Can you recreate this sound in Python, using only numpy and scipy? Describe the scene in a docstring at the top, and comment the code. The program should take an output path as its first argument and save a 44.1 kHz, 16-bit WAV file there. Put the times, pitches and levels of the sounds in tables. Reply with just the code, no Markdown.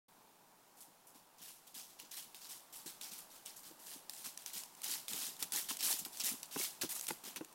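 """A foal trots beside a running person on a woodland track, heard from one fixed mono microphone.
They start 16 to 18 m off, pass at about 3 m some six seconds in, and begin to move away.
Hooves and shoes sweep through dry leaves, snap twigs, grind gravel and thud on packed earth.
The trees scatter a short echo; behind it all lie a soft, distant roar and a fine hiss."""
import sys
import numpy as np
from scipy import signal
from scipy.io import wavfile
from scipy.ndimage import uniform_filter1d

SR = 44100
rng = np.random.default_rng(int(sys.argv[2]) if len(sys.argv) > 2 else 0)


def master_out(mix):
    """Clip the mix to full scale and print it as 16-bit PCM to the path in sys.argv[1]."""
    frames = np.transpose(np.atleast_2d(mix))
    ceiling = np.clip(frames, -1, 1)
    pcm = np.round(ceiling * 32767).astype(np.int16)
    wavfile.write(sys.argv[1], SR, pcm)


N = 332514
TIME = np.arange(N) / SR

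# A foot ploughs into the litter: (time [s], relative level [dB], time to full weight [s], crispness [dB])
STEPS = [ (.766, -48.5, 0.022, 5), (0.805, -39, 0.0056, 4), (1.068, -47.5, 0.0071, 9),
         (1.145, -46.5, 0.014, 0), (1.38, -46.5, .03, -2.5), (1.415, -37.5, 0.074, 2),
         (1.668, -42, 0.0076, 1), (1.743, -34, 0.052, -1), (1.89, -47, .015, -3),
         (1.988, -41.5, 0.017, -6.5), (2.111, -33.5, 0.029, 1), (2.167, -30, 0.012, 0),
         (2.345, -39.5, 0.015, -1.5), (2.41, -40, 0.056, -2.5), (2.49, -33.5, .025, 2),
         (2.725, -36.5, 0.042, 2.5), (2.859, -34, .018, -0.5), (3.01, -35.5, 0.044, -1.5),
         (3.112, -36.5, 0.024, -1.5), (3.178, -38, 0.0084, 4), (3.30, -46, .06, 0.5),
         (3.453, -40, 0.024, -2.5), (3.56, -45, .012, 8), (3.63, -43, 0.04, 0.5), (3.79, -48, 0.065, 2.5),
         (3.861, -41, 0.073, 0.5), (4.098, -44, 0.12, 2.5), (4.242, -35.5, .015, -1),
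         (4.376, -49.5, 0.049, -1.5), (4.462, -42, 0.025, -2.5), (4.53, -37, 0.049, 0.5),
         (4.765, -53, 0.086, -1), (4.831, -35, 0.11, -0.5), (5.083, -37, 0.18, 0),
         (5.391, -42.5, 0.027, 1.5), (5.424, -31.5, 0.0022, -0.5), (5.522, -33, 0.062, 1),
         (5.686, -35.5, 0.016, -2), (5.789, -41, 0.067, -5.5), (5.825, -33, 0.095, 2),
         (5.987, -38.5, .004, 4), (6.05, -45, 0.0047, 1), (6.121, -50, 0.072, 1.5),
         (6.198, -42.5, 0.006, -10), (6.236, -35.5, 0.053, 2), (6.428, -54.5, 0.0056, -7),
         (6.509, -46, 0.059, -2), (6.575, -36.5, 0.069, 0.5), (6.812, -33.5, 0.0069, -4),
         (6.89, -39.5, 0.025, 5.5), (6.949, -40.5, 0.013, 4.5), (7.019, -46.5, 0.02, 5),
         (7.081, -33.5, 0.0029, 0), (7.101, -47, 0.019, 3), (7.237, -44.5, 0.045, -1),
         (7.361, -38.5, 0.0025, -4.5)]
# Spectrum of dry stalks splintering: (frequency [Hz], level [dB])
TWIG_SPECTRUM = [(100, -29), (900, -17.5), (2000, -6), (5000, -5), (9000, 0), (16000, -7)]


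def from_db(db):
    """Decibels to gain."""
    return 10 ** (np.asarray(db) / 20)


def unit(x):
    """Scales to rms 1."""
    return x / np.sqrt(np.mean(x ** 2) + 1e-20)


def at_time(points, s):
    """Reads a table along its time axis."""
    return np.interp(s, *np.transpose(points))


def at_frequency(points, hz):
    """Reads a table along a log-frequency axis."""
    f, value = np.transpose(points)
    return np.interp(np.log(hz + 1), np.log(f), value)


def add(mix, s, sound):
    """Mixes a sound in at time s."""
    part = mix[max(round(s * SR), 0):][:len(sound)]
    part += sound[:len(part)]


def colour(x, spectrum, size=2048):
    """Causal filter with the given spectrum, so that clicks stay sharp."""
    hz = abs(np.fft.fftfreq(size, 1 / SR))
    log_gain = np.log(from_db(at_frequency(spectrum, hz)))
    taps = np.fft.ifft(np.exp(np.conj(signal.hilbert(log_gain)))).real
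    return signal.oaconvolve(x, taps)[:len(x)]


def mottle(x, depth_db, span_s, span_hz, size=256):
    """Lets the colour drift in random patches of time and frequency."""
    spectra = signal.stft(x, nperseg=size)[2]
    patches = rng.standard_normal(spectra.shape)
    for axis, memory in enumerate([np.exp(-SR / size / span_hz), np.exp(-size / 2 / SR / span_s)]):
        patches = signal.lfilter([1], [1, -memory], patches, axis=axis)
    spectra *= from_db(depth_db * unit(patches))
    return unit(signal.istft(spectra, nperseg=size)[1][:N])


def crackle(per_s, spread_db, ring_s, clump_db, clump_s, size=96):
    """Countless tiny fractures, mostly small, each with its own ring; they come in little avalanches."""
    strengths = from_db(spread_db * np.minimum(rng.exponential(1, N), 4.5))
    onsets = np.flatnonzero(rng.random(N) < per_s / SR)[:, None]
    lag = np.arange(size)
    noise_start = rng.integers(0, N, N)[onsets]
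    rings = rng.standard_normal(N + size)[noise_start + lag] * np.exp(-lag / SR / ring_s)
    grains = np.bincount((onsets + lag).ravel(), (strengths[onsets] * rings).ravel(), N)[:N]
    strain = signal.lfilter([1], [1, -np.exp(-1 / SR / clump_s)], rng.standard_normal(N))
    avalanche = unit(strain - uniform_filter1d(strain, size=1000))  # a lull follows each burst
    return unit(grains * from_db(clump_db * avalanche))


def air(level_db=-68):
    """The ambience of the wood: a soft far-off roar and a fine hiss, slowly swelling together."""
    # Roar and hiss: (frequency [Hz], level [dB])
    spectrum = [(25, -13), (60, -30), (85, -21), (155, -8), (260, -8), (530, -10), (700, -6), (930, -4),
                (1250, -10.5), (2050, -17), (9000, -19.5), (16000, -19.5)]
    # Their rise and fall: (time [s], gain [dB])
    swell = [(0, 2.5), (1.5, 1.5), (2.4, 3.5), (3.1, 5.5), (4.5, 4.5), (5.5, 6.5), (7.5, 5)]
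    noise = mottle(colour(rng.standard_normal(N), spectrum), depth_db=1, span_s=0.07, span_hz=201)
    return from_db(level_db + at_time(swell, TIME)) * noise


def woodland_echo(x, build_s=0.0087, reflections_per_s=2500):
    """Trunks and foliage scatter a thin echo back to the microphone; the treble rings longest."""
    # Decay among the trees: (frequency [Hz], time to fall 60 dB [s])
    decay = [(150, 0.32), (1000, 0.24), (4000, 0.82), (14000, 0.82)]
    reflections = rng.standard_normal(SR) * (rng.random(SR) < reflections_per_s / SR)
    hz, t, spectra = signal.stft(reflections, SR, nperseg=256)
    spectra *= from_db(-60 * t / at_frequency(decay, hz)[:, None])
    tail = signal.istft(spectra, SR, nperseg=256)[1]
    tail *= np.clip(np.arange(len(tail)) / SR / build_s, 0, 1)
    return signal.oaconvolve(x, tail / np.linalg.norm(tail))[:N]


def stirring_leaves():
    """Kicked leaves fall back and uncurl with small ticks, loudest as the pair passes the microphone."""
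    ticks = crackle(per_s=900, spread_db=3, ring_s=0.0005, clump_db=1.5, clump_s=0.01)
    level_db = np.interp(TIME, [0.3, 4.5, 6.2, 7.5], [-80, -73, -62, -68])
    return unit(colour(ticks, TWIG_SPECTRUM)) * from_db(level_db)


def distance(s, near_m=3):
    """How far the feet are from the microphone at time s, in multiples of near_m."""
    # The pair's way along the track: (time [s], distance [m])
    path = [(0, 16.3), (2, 18.4), (4, 8.2), (5, 5.77), (6.2, 3.16), (7, 3.88), (7.5, 5.2)]
    return at_time(path, s) / near_m


def step_db(t, s, db, press_s, contact_db=-3, quick_s=0.0056):
    """Level of the step at time s, t seconds after contact: weight comes on, then the leaves settle."""
    # Leaves settle faster after a quick step; scatter on the way draws out a distant one.
    settle_db_per_s = 225 * (1 + quick_s / press_s) / distance(s) ** 0.27
    weight = np.clip(t / press_s, 0, 1)
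    return db + contact_db * (1 - weight) - settle_db_per_s * np.maximum(t - press_s, 0)


def step_power(s, db, press_s, touch_s=0.0015, touch_share=0.02):
    """Power of one step; a slow foot also touches down more softly."""
    t = TIME - s
    touch = np.clip(t / (touch_s + touch_share * press_s), 0, 1)
    level_db = np.maximum(step_db(t, s, db, press_s), -150)
    return (from_db(level_db) * touch) ** 2


def stalk_breaks(per_step=4, above_step_db=8, spread_db=7, within_s=0.1, pitch_hz=(3300, 8800)):
    """Leaf stalks break by chance under each step: rows of (time [s], level [dB], pitch [Hz])."""
    breaks = []
    for s, db, press_s, _ in STEPS:
        for late, weak, thin in rng.random((per_step, 3)):
            delay_s = late * (press_s + within_s)
            break_db = step_db(delay_s, s, db, press_s) + above_step_db - spread_db * weak
            breaks.append((s + delay_s, break_db, np.interp(thin, [0, 1], pitch_hz)))
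    return breaks


def twigs(level_db=-2, ring_share=0.65, ring_s=0.0011, splinter_s=0.0013, lag_s=0.00109, size=800):
    """A twig or stalk breaks underfoot with a splintering burst and a very short ring."""
    # Twigs breaking on the track: (time [s], relative peak [dB], pitch [Hz])
    snaps = [(1.7425, -26, 6550), (1.9981, -18, 2850), (2.1145, -23, 6860), (2.3446, -22, 3760),
             (3.0116, -18.5, 3700), (3.459, -20.5, 7740), (4.0948, -17, 5020), (4.134, -30, 8300),
             (4.374, -21, 5860), (4.4604, -20, 6100), (4.6347, -28, 5270), (4.7494, -33, 7340),
             (4.817, -25.5, 8800), (4.8415, -18.5, 6000), (5.0809, -21.5, 3570), (5.1323, -21, 3700),
             (5.3652, -34.5, 3630), (5.4253, -18, 4500), (5.5202, -20.5, 8500), (5.7687, -25.5, 8500),
             (5.8065, -22, 5360), (5.9262, -21, 5300), (6.0489, -25.5, 4870), (6.171, -29, 6200),
             (6.4294, -27.5, 5780), (6.994, -25, 6200), (7.01, -23.5, 6700), (7.0672, -25, 6000),
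             (7.1074, -23.5, 2000), (7.3591, -26, 2760), (7.446, -34.5, 6870)]
    out, t = np.zeros(N), np.arange(size) / SR
    tearing = 1 - np.exp(-t / (0.57 * splinter_s))  # fibres tear one after another
    splinters = tearing * np.exp(-t / splinter_s)
    for s, db, hz in snaps + stalk_breaks():
        crack = unit(colour(rng.standard_normal(size) * splinters, TWIG_SPECTRUM))
        ring = unit(np.sin(2 * np.pi * hz * t) * np.exp(-t / ring_s))
        snap = crack + ring_share * ring
        add(out, s + lag_s, from_db(db + level_db) * snap / abs(snap).max())
    return out


def blow(t, hz, db, swell_s):
    """A heavily damped mode, pushed softly through the leaves."""
    return from_db(db) * t / swell_s * np.exp(1 - t / swell_s) * np.sin(2 * np.pi * hz * t)


def thuds(level_db=-3, crumble_share=0.54, crumble_s=0.012, size=4096):
    """The earth gives a dull push, the hoof knocks, and soil crumbles under it."""
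    # Weight lands on the track: (time [s], relative level [dB], pitch [Hz], hollow hoof knock [dB])
    landings = [ (0.244, -49, 189, -15), (.878, -45.5, 304, -20), (1.152, -42, 298, -20),
                (1.409, -42.5, 190, -13), (1.76, -41, 235, -18), (2.03, -41, 303, -23),
                (2.859, -34.5, 303, -16), (3.113, -44, 199, -17), (3.707, -41, 328, -24),
                (3.955, -42.5, 278, -17), (4.267, -45.5, 267, -28), (4.559, -44.5, 188, -3),
                (5.114, -44.5, 228, 2.5), (5.136, -38.5, 298, -17), (5.281, -51, 263, -8),
                (5.419, -47.5, 280, 4), (5.443, -47, 180, -21), (5.707, -42.5, 260, 8),
                (5.932, -50.5, 290, -12), (6.014, -47, 193, -8), (6.06, -47, 256, 2.5),
                (6.314, -45.5, 235, -1), (6.337, -44, 255, -6), (6.56, -34, 285, 0),
                (6.596, -41.5, 380, -1), (6.831, -36, 358, -7), (6.835, -38, 141, -20),
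                (6.841, -35.5, 304, -12), (7.105, -33.5, 340, 1.5), (7.272, -46.5, 355, -20),
                (7.376, -47, 270, 2), (7.409, -32.5, 320, -7.5)]
    # Packed earth: (multiple of the landing's pitch, level [dB], time to peak [s])
    earth_modes = [(.6, -11.5, .005), (1, -1, 0.0047), (1.5, -5, 0.003)]
    # Hoof horn: (nominal frequency [Hz], level [dB], time to peak [s])
    hoof_modes = [(857, -9.5, 0.0042), (997, -2.5, 0.0021), (1435, -2, 0.0011), (2050, -6, 0.0009),
                  (2660, -11, 0.0023)]
    # Crumbling soil: (frequency [Hz], level [dB])
    soil_spectrum = [(30, -28), (90, -19), (160, 1), (380, 1.5), (600, -13.5), (1200, -11), (4000, -48)]
    out, t = np.zeros(N), np.arange(size) / SR
    for s, db, hz, knock_db in landings:
        earth = sum(blow(t, hz * ratio, mode_db, swell_s) for ratio, mode_db, swell_s in earth_modes)
        hoof = sum(blow(t, mode_hz * rng.uniform(0.88, 1.058), mode_db + knock_db, swell_s)
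                   for mode_hz, mode_db, swell_s in hoof_modes)
        soil = unit(colour(rng.standard_normal(size), soil_spectrum)) * np.exp(-t / crumble_s)
        add(out, s, from_db(db + level_db) * (earth + hoof + crumble_share * soil))
    low_cut = signal.butter(2, 105, "highpass", fs=SR, output="sos")  # a small foot radiates no deep bass
    return signal.sosfilt(low_cut, out)


def litter(leaf_db=-3, crisp_db=-5, gravel_db=2, cushion=0.61):
    """Each step crushes leaves, shatters their dry edges and grinds gravel, which crisp leaves cushion."""
    # Crushed leaves: (frequency [Hz], level [dB])
    leaf_spectrum = [(100, -41), (900, -24.5), (1400, -16), (2050, -18.5), (2500, -8), (2950, -3),
                     (4200, -1.5), (5900, 0), (8000, -6), (12000, -10), (16000, -6)]
    # Shattering dry edges: (frequency [Hz], level [dB])
    crisp_spectrum = [(100, -47), (2500, -24), (5000, -11), (7000, -3.5), (10000, -3), (13000, -3),
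                      (16000, -14)]
    # Grinding gravel: (frequency [Hz], level [dB])
    gravel_spectrum = [(30, -14.5), (90, -32), (170, -1), (300, 3.5), (540, -6), (800, 3), (1300, 0.5),
                       (2200, 4), (3500, -3), (8000, -23.5)]
    # The leaves thin out towards the bare track: (time [s], gain of the gravel under a step [dB])
    bareness = [(0, -18), (5, -15.5), (5.9, -17), (6.6, -16), (7.4, -9.5)]
    leaf_power, crisp_power, gravel_power = np.zeros((3, N))
    for s, db, press_s, crispness_db in STEPS:
        power = step_power(s, db, press_s)
        leaf_power += power / from_db(crispness_db) ** 2
        crisp_power += power * from_db(crispness_db) ** 2
        gravel_power += power * from_db(at_time(bareness, s) - cushion * crispness_db) ** 2
    fractures = crackle(per_s=6500, spread_db=2.5, ring_s=0.00043, clump_db=0.56, clump_s=0.011)
    stones = crackle(per_s=2200, spread_db=2.5, ring_s=0.00077, clump_db=1.5, clump_s=0.0032)
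    leaves = mottle(colour(fractures, leaf_spectrum), depth_db=3, span_s=0.0033, span_hz=304)
    edges = mottle(colour(fractures, crisp_spectrum), depth_db=2, span_s=0.01, span_hz=400)
    gravel = mottle(colour(stones, gravel_spectrum), depth_db=3.5, span_s=0.013, span_hz=198)
    return (from_db(leaf_db) * np.sqrt(leaf_power) * leaves
            + from_db(crisp_db) * np.sqrt(crisp_power) * edges
            + from_db(gravel_db) * np.sqrt(gravel_power) * gravel)


def scene(far_echo_db=-12, near_echo_db=-17):
    """From beside the track, the feet sound louder and drier as they come near."""
    feet = (litter() + twigs() + thuds()) / distance(TIME) + stirring_leaves()
    echo_db = np.interp(TIME, [1, 6], [far_echo_db, near_echo_db])
    return (feet + woodland_echo(feet * from_db(echo_db)) + air())[None]


def record(dry, open_s=0.082, fade_s=0.0037, edge_hz=16000):
    """The microphone opens after a moment and takes in sound up to edge_hz."""
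    opened = dry * np.clip((TIME - open_s) / fade_s, 0, 1)
    high_cut = signal.firwin(401, edge_hz, window=("kaiser", 7), fs=SR)
    return signal.oaconvolve(opened, high_cut[None], "same")


dry = scene()
out = record(dry)
master_out(out)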